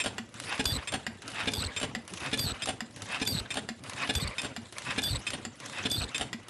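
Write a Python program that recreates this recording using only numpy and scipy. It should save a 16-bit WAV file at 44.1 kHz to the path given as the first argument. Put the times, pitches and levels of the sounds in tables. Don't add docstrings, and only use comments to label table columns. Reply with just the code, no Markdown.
import sys
import numpy as np
from scipy import signal
from scipy.io import wavfile
from scipy.ndimage import uniform_filter1d

SR = 44100
rng = np.random.default_rng(int(sys.argv[2]) if len(sys.argv) > 2 else 0)


def transcribe(u):
    v = np.clip(np.atleast_2d(u).T, -1, 1)
    q = np.round(v * 32767).astype(np.int16)
    wavfile.write(sys.argv[1], SR, q)


N = 286209
T = np.arange(N) / SR

# (start [s], end [s], melt start [s], melt end [s],
# top tone [dB], low tone [dB], middle tone [dB])
WELDS = [(.655, .772, 0.72, 0.74, -28, -34, -35.5), (1.536, 1.673, 1.57, 1.61, -28, -34, -37),
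         (2.381, 2.523, 2.43, 2.49, -25, -43, -32.5), (3.262, 3.407, 3.314, 3.365, -24.5, -46, -32),
         (4.151, 4.283, 4.201, 4.24, -31, -34, -42), (5.028, 5.171, 5.074, 5.14, -27, -30, -36.5),
         (5.903, 6.048, 5.952, 6, -28, -30.5, -38.5)]
# (time [s], relative level [dB])
HORN_LANDINGS = [(0.655, -19.5), (1.5355, -25.5), (2.393, -24), (3.275, -23), (4.152, -23.5), (5.0369, -26),
                 (5.915, -26)]
# (start [s], horn valve delay [s], rattle trim [dB], rumble trim [dB], rush trim [dB])
CYCLES = [(-.5405, .298, -0.5, 1.5, 0), (0.3414, .301, 0.5, 1, 0), (1.2201, .299, 1.5, 1.5, -0.5),
          (2.0779, .297, -0.5, 0.5, -2.5), (2.9616, .290, -1.5, 0.5, 0.5), (3.8374, .302, 1.5, 0.5, -1),
          (4.7243, .295, -0.5, -0.5, -1), (5.601, .2985, 0, -0.5, -3.5), (6.4834, .298, -6, 0, 0)]


def horn_squeal():
    drive_hz, hard_hz, melted_hz = 19889, 8206, 7960
    wobble = drift(154)
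    flickers = [drift(230) for _ in range(4)]
    apart = horn_skips()
    contact = amp(-22 * uniform_filter1d(apart, size=40))
    rebound = signal.lfilter([.004], [1, -.996], apart)
    rasp = band(rng.standard_normal(N), 2600, 6100)
    grit = drift(420)
    out = np.zeros(N)
    for weld, (landing_s, _) in zip(WELDS, HORN_LANDINGS):
        start, end = weld[:2]
        on = slice(round(start * SR), round(end * SR))
        t = T[on]
        melt = np.interp(t, weld[2:4], [0, 1])
        bounce_hz = hard_hz + melt * (melted_hz - hard_hz + 150 * rebound[on])
        bounce_hz += (10 + 70 * melt) * wobble[on]
        bounce = 2 * np.pi * np.cumsum(bounce_hz) / SR
        drive = 2 * np.pi * drive_hz * t
        phases = drive - bounce, bounce, drive - 2 * bounce, 3 * bounce - drive
        levels = tone_levels(t, melt, weld, landing_s)
        tones = sum(level * amp((2.05 + 0.65 * melt) * flicker[on]) * np.sin(phase)
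                    for level, phase, flicker in zip(levels, phases, flickers))
        tones *= 1 + (0.14 + 0.21 * melt) * grit[on]
        gate = np.clip(np.minimum(t - start, end - t) * 1500, 0, 1)
        out[on] += contact[on] * gate * (tones + amp(-43 + 2.05 * melt) * rasp[on])
    return out


def tone_levels(t, melt, weld, landing_s):
    start, _, melt_s, _, top_db, low_db, middle_db = weld
    touch_s, top_fade_db_per_s = .012, -190
    landed = np.clip((t - landing_s) / 0.009 + 1, .1, 1)
    top = amp(top_db + top_fade_db_per_s * np.maximum(t - melt_s, 0))
    bounce_db = np.interp(t - landing_s, [0, 2 * touch_s], [-37, -44])
    low_db = np.interp(t - start, [touch_s, 2 * touch_s], [-30, low_db])
    bounce = amp(bounce_db + melt * (-39.5 - bounce_db))
    low = amp(low_db + np.minimum(1.9 * melt, 1) * (-42 - low_db))
    middle = amp(middle_db + melt * (-34.5 - middle_db))
    return landed * top, landed * bounce, low, landed * middle


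def horn_skips():
    # (time [s], length [ms])
    breaks = [(1.543, 7.8), (1.554, 5.5), (1.563, 5.83), (1.574, 4.7), (1.628, 11.2), (1.652, 8.9),
              (4.186, 13.5), (4.245, 28), (5.142, 7.04), (6.009, 8.4), (6.032, 4.76)]
    skips_per_s, skip_s, depth = 80, .0021, .75
    softening = sum((T > melt_s) & (T < end) for _, end, melt_s, *_ in WELDS)
    rate = softening * skips_per_s * (1 + 0.151 * drift(40))
    skips = np.diff(np.floor(np.cumsum(rate / SR)), prepend=0) > 0
    apart = depth * np.minimum(np.convolve(skips, np.ones(round(skip_s * SR)))[:N], 1)
    for s, ms in breaks:
        apart[round(s * SR):round((s + ms / 1000) * SR)] = 1
    return apart


def horn_landing():
    # (pitch [Hz], level [dB], t60 [s])
    modes = [(1560, -4.5, 0.0087), (2680, -7, 0.011), (4930, -4.5, 0.013), (6860, -4, 0.0089),
             (9360, -27.5, 0.0083), (11370, -14, 0.015)]
    return strike(HORN_LANDINGS, modes, gain_db=1.5, crack_db=20, panel_db=-7,
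                  rise_s=0.00053, length_s=.004, click=0.4, fall_db=-2.5)


def weld_thumps():
    # (time [s], relative level [dB], pitch [Hz])
    during_squeal = [(0.658, -25, 69.4), (0.719, -21, 99.4), (0.744, -26, 106), (0.777, -33, 70.0),
                     (2.396, -27, 108), (5.06, -34.5, 90), (5.914, -29, 94.5), (1.58, -24.5, 83.4),
                     (1.613, -25.5, 113), (1.655, -23, 78.1), (2.442, -22.5, 142), (2.46, -25, 87.5),
                     (3.323, -25, 107), (3.348, -20, 165), (3.365, -28, 103), (4.153, -22.5, 68),
                     (4.169, -24.5, 94.2), (4.224, -22.5, 157.5), (4.244, -24.5, 77.5), (5.103, -22, 78.1),
                     (5.125, -21.5, 99.5), (5.141, -20, 103.3), (5.979, -23, 106), (6.005, -27, 64.6)]
    at_squeal_end = [(end - .012, -31, 60) for _, end, *_ in WELDS]
    out = np.zeros(N)
    for s, db, hz in list(during_squeal) + at_squeal_end:
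        turns = np.arange(int(3 * SR / hz)) * hz / SR
        envelope = amp(db + 12.5) * turns * np.exp(-turns / 0.44)
        out[round(s * SR):][:len(turns)] += envelope * np.sin(2 * np.pi * turns)
    return out


def carriage_slam():
    # (time [s], relative level [dB])
    hits = [(0.593, -20.5), (1.472, -21.5), (2.328, -21.5), (3.214, -21.5), (4.091, -22), (4.978, -21.5),
            (5.852, -22)]
    # (pitch [Hz], level [dB], t60 [s])
    modes = [(834, -6.5, 0.027), (1726, -6.5, 0.051), (2530, 1, 0.023), (2914, -1, 0.025),
             (3558, 8, 0.0071), (4010, -3, 0.011), (5075, -5, 0.02), (7480, -11.5, 0.022),
             (8650, -7, 0.014), (10700, -34, .025)]
    crunch = strike(hits, modes, gain_db=-1.5, crack_db=13, panel_db=-2.5,
                    rise_s=0.0039, length_s=0.02, click=0.13, fall_db=-2.5)
    return crunch + frame_thud(hits, delay_s=0.0019, gain_db=-9.5)


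def clamp():
    # (time [s], relative level [dB])
    hits = [(0.001, -23), (0.8741, -24.5), (1.764, -24), (2.621, -25), (3.505, -25.5), (4.3825, -23),
            (5.2675, -24), (6.1462, -24)]
    # (pitch [Hz], level [dB], t60 [s])
    modes = [(1804, -21, 0.12), (2554, 0, 0.041), (2633, -0.5, 0.028), (3240, 1.5, 0.02),
             (3597, 4.5, 0.023), (4200, -19, 0.029), (5050, -6.5, 0.037), (5370, -10.5, 0.038),
             (7470, -8.5, 0.098), (8680, -7.5, 0.048), (11000, -25, 0.05)]
    return strike(hits, modes, gain_db=-3, crack_db=20, panel_db=-3.5,
                  rise_s=0.00057, length_s=.021, click=0.36, fall_db=-4.5)


def slide_seat():
    # (time [s], relative level [dB])
    hits = [(0.045, -22), (0.06, -17), (0.926, -24), (0.939, -17), (1.814, -22.5), (1.83, -18),
            (2.673, -22), (2.688, -18.5), (3.556, -25.5), (3.571, -19), (4.432, -26.5), (4.447, -22),
            (5.319, -32), (5.334, -22), (6.197, -26.5), (6.211, -19)]
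    # (pitch [Hz], level [dB], t60 [s])
    modes = [(465, -10, 0.057), (670, -5.5, 0.051), (774, -4.5, 0.044), (1670, -3, 0.0087),
             (2500, -12, 0.011), (3004, 7, 0.0096), (3650, -2.5, 0.0177), (4650, -19, 0.014),
             (7530, -11, 0.045), (8700, -15, 0.055), (9240, -8, 0.046), (10700, -34, .04)]
    knocks = strike(hits, modes, gain_db=-6, crack_db=14, panel_db=4,
                    rise_s=0.00075, length_s=.022, click=0.54, fall_db=-8)
    return knocks + frame_thud(hits, delay_s=0.00315, gain_db=-20)


def latch():
    # (time [s], relative level [dB])
    hits = [(0.182, -25), (1.066, -25), (1.95, -25.5), (2.806, -25), (3.689, -24.5), (4.564, -26),
            (5.451, -27), (6.33, -25.5)]
    # (pitch [Hz], level [dB], t60 [s])
    modes = [(756.2, -14.5, 0.072), (1520, -38, 0.043), (1930, 4.5, 0.014), (2860, -1.5, 0.014),
             (3450, -1, 0.012), (4030, -20, .02), (4942, -2, 0.0098), (7300, -2.5, 0.011),
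             (9700, -54, .015), (11400, -9, 0.0136)]
    snap = strike(hits, modes, gain_db=1, crack_db=11, panel_db=1.5,
                  rise_s=0.00018, length_s=0.023, click=0.43, fall_db=-28)
    panel_hz = 229.5
    hum = ring(blows(hits, delay_s=.012, gain_db=12.8), panel_hz, t60=0.15)
    return snap + ring(hum, panel_hz, t60=0.026) * 60 / SR


def strike(hits, modes, gain_db, crack_db, panel_db, **bounce_shape):
    push = chatter(hits, **bounce_shape)
    t = np.arange(2600) / SR
    panel_tail = band(rng.standard_normal(len(t)), 490, 3820) * decay(t, 0.0613)
    panels = signal.fftconvolve(push, panel_tail)[:N]
    body = sum(amp(db) * ring(push * amp(2 * drift(3.8)), hz, t60) for hz, db, t60 in modes)
    crack = band(push, 1320, 7300)
    return amp(gain_db) * (body + amp(crack_db) * crack + amp(panel_db) * panels)


def chatter(hits, rise_s, length_s, click, fall_db):
    push = np.zeros(N + SR)
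    t = np.arange(int(length_s * SR) + 2) / SR
    envelope = np.minimum(t / rise_s, 1) * amp(fall_db * t / length_s) / np.sqrt(len(t))
    for s, db in hits:
        bounces = envelope * rng.standard_normal(len(t)) * amp(2.67 * rng.standard_normal(len(t)))
        bounces[1] += click
        push[round(s * SR):][:len(t)] += amp(db) * bounces
    return push[:N]


def frame_thud(hits, delay_s, gain_db):
    # (pitch [Hz], level [dB], t60 [s])
    modes = [(110, -16, 0.46), (217.3, -5.5, 0.19), (262, 4, 0.1), (437.5, -2.5, 0.14)]
    push = blows(hits, delay_s, gain_db)
    return sum(amp(db) * ring(push, hz, t60) for hz, db, t60 in modes)


def valve_ticks():
    # (time in cycle [s], relative bright level [dB], relative dull level [dB])
    ticks = [(0, -31, -35.5), (.059, -24.5, -29.5), (.096, -34, -33.5), (.126, -35, -36),
             (.183, -31.5, -28.5), (.237, -49, -28), (.49, -60, -45), (.58, -23, -28), (.80, -56, -61.5),
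             (.831, -43, -49)]
    out = np.zeros(N + SR)
    t = np.arange(2000) / SR
    for start, horn_valve_s, *_ in CYCLES:
        for after, bright_db, dull_db in list(ticks) + [(horn_valve_s, -26, -35.5)]:
            crackle = rng.standard_normal((2, len(t))) * amp(rng.standard_normal())
            crackle[:, 1] *= 3.2 * (bright_db > -28)
            bright = band(crackle[0] * (decay(t, 0.0172) + 0.18 * decay(t, 0.076)), 3700, 14000)
            dull = band(crackle[1] * (decay(t, 0.028) + 0.33 * decay(t, 0.091)), 820, 4130)
            tick = amp(bright_db - 7) * bright + amp(dull_db - 0.5) * dull
            if 0 < start + after < N / SR:
                out[round((start + after) * SR):][:len(t)] += tick
    return out[:N]


def rail_rush():
    # (time in cycle [s], level [dB])
    swell = [(.12, -58.5), (.13, -42), (.19, -32), (.235, -50.5), (.25, -38)]
    # (centre [Hz], width [Hz], level [dB])
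    resonances = [(970, 560, -2.5), (1640, 480, -3), (2040, 640, -4), (2600.4, 216, 4), (3100, 510, -5.5),
                  (3720, 270, -5.5), (4946, 1060, -13), (7420, 460, -20), (9226, 140, -14.5)]
    clock, *_, trim_db = cycle_clock()
    level = amp(np.interp(clock, *np.transpose(swell), left=-120, right=-120) + trim_db)
    balls = rng.standard_normal(N) + .9 * grains(per_s=1200, spread_db=4.5)
    rail = sum((-1) ** k * amp(db) * band(balls, hz - width / 2, hz + width / 2)
               for k, (hz, width, db) in enumerate(resonances))
    return uniform_filter1d(level, size=300) * unit_rms(rail)


def slide_motion():
    # (frequency [Hz], relative density [dB])
    rattle_colour = [(240, -41), (400, -11), (573, 4), (782, -5.5), (1040, 0.5), (1260, 7), (1390, 0),
                     (2590, 1.5), (7000, -22.5), (9100, -43), (15400, -120)]
    rumble_colour = [(18, -64), (30, -27), (64, -13.5), (119, 3), (156, -10.5), (233, -2), (310, -8),
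                     (658, -15.5), (900, -17), (1170, -33), (1980, -120)]
    hiss_colour = [(2060, -13.5), (3500, -2.5), (4450, -11), (5090, -7), (6400, -9), (10700, -13.5),
                   (12000, -36), (12500, -80), (16300, -106), (22000, -120)]
    # (time in cycle [s], rattle [dB], rumble [dB], hiss [dB])
    stroke = [(0, -47.5, -48, -54), (.08, -49.5, -49.5, -49.5), (.21, -40, -47, -47.5),
              (.30, -55, -43, -50), (.42, -41.5, -40.5, -54.5), (0.529, -48.5, -54.5, -54.5),
              (0.669, -53, -43.5, -57), (.74, -56.5, -52.5, -62.5), (.86, -57.5, -52.5, -59.5)]
    times, *curves = np.transpose(stroke)
    clock, rattle_trim_db, rumble_trim_db, _ = cycle_clock()
    rattle_db, rumble_db, hiss_db = [np.interp(clock, times, curve) for curve in curves]
    gritty = rng.standard_normal((2, N)) + .7 * grains(per_s=1500, spread_db=4.5)
    rattle = coloured(rattle_colour, gritty, flicker_db=4)
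    rumble = coloured(rumble_colour, rng.standard_normal((2, N)), flicker_db=4.5)
    hiss = coloured(hiss_colour, gritty, flicker_db=4.5)
    return (amp(rattle_db + rattle_trim_db) * rattle + amp(rumble_db + rumble_trim_db) * rumble
            + amp(hiss_db) * hiss)


def hall(x):
    t = np.arange(int(.4 * SR)) / SR
    envelope = decay(t, t60=0.317) * np.minimum(t / 0.0011, 1)
    tail = band(rng.standard_normal(len(t)), 260, 10500) * envelope
    return signal.fftconvolve(x, tail / np.sqrt(np.sum(tail ** 2)))[:N]


def cycle_clock():
    rows = np.array(CYCLES)
    start, _, *trims_db = rows[np.searchsorted(rows[:, 0], T, side="right") - 1].T
    return T - start, *trims_db


def coloured(spectrum, noise_pair, flicker_db):
    hz, db = np.transpose(spectrum)
    edges = np.geomspace(hz[0], hz[-1], num=round(3 * np.log2(hz[-1] / hz[0])) + 1)
    flickers = [drift(24.6) for _ in range(3)]
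    out = 0
    for k, (low, high) in enumerate(zip(edges, edges[1:])):
        level_db = np.interp(np.log(low * high) / 2, np.log(hz), db)
        out += amp(level_db + flicker_db * flickers[k % 3]) * band(noise_pair[k % 2], low, high)
    return unit_rms(out)


def blows(hits, delay_s, gain_db):
    push = np.zeros(N)
    for s, db in hits:
        push[round((s + delay_s) * SR)] = amp(db + gain_db)
    return push


def ring(push, hz, t60):
    r, w = decay(1 / SR, t60), 2 * np.pi * hz / SR
    return signal.lfilter([0, np.sin(w)], [1, -2 * r * np.cos(w), r * r], push + 1e-18)


def grains(per_s, spread_db):
    size = amp(spread_db * np.minimum(rng.exponential(1, N), 4)) * rng.choice([-1, 1], N)
    return unit_rms(size * (rng.random(N) < per_s / SR))


def drift(hz):
    r = np.exp(-2 * np.pi * hz / SR)
    return unit_rms(signal.lfilter([1], [1, -2 * r, r * r], rng.standard_normal(N + SR))[SR:])


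def band(x, low_hz, high_hz):
    return signal.sosfilt(signal.butter(2, [low_hz, high_hz], "band", fs=SR, output="sos"), x)


def decay(t, t60):
    return amp(-60 * t / t60)


def amp(db):
    return 10 ** (np.asarray(db) / 20)


def unit_rms(x):
    return x / np.sqrt(np.mean(x ** 2) + 1e-20)


def scene():
    hits = clamp() + slide_seat() + latch() + carriage_slam() + horn_landing() + valve_ticks()
    mix = hits + amp(-14) * hall(hits) + horn_squeal() + weld_thumps() + rail_rush() + slide_motion()
    return mix[None]


def record(dry):
    low_cut_hz, stopband_hz = 40, 12790
    thin = signal.sosfilt(signal.butter(3, low_cut_hz, "high", fs=SR, output="sos"), dry)
    return signal.sosfilt(signal.cheby2(14, 80, stopband_hz, fs=SR, output="sos"), thin)


dry = scene()
out = record(dry)
transcribe(out)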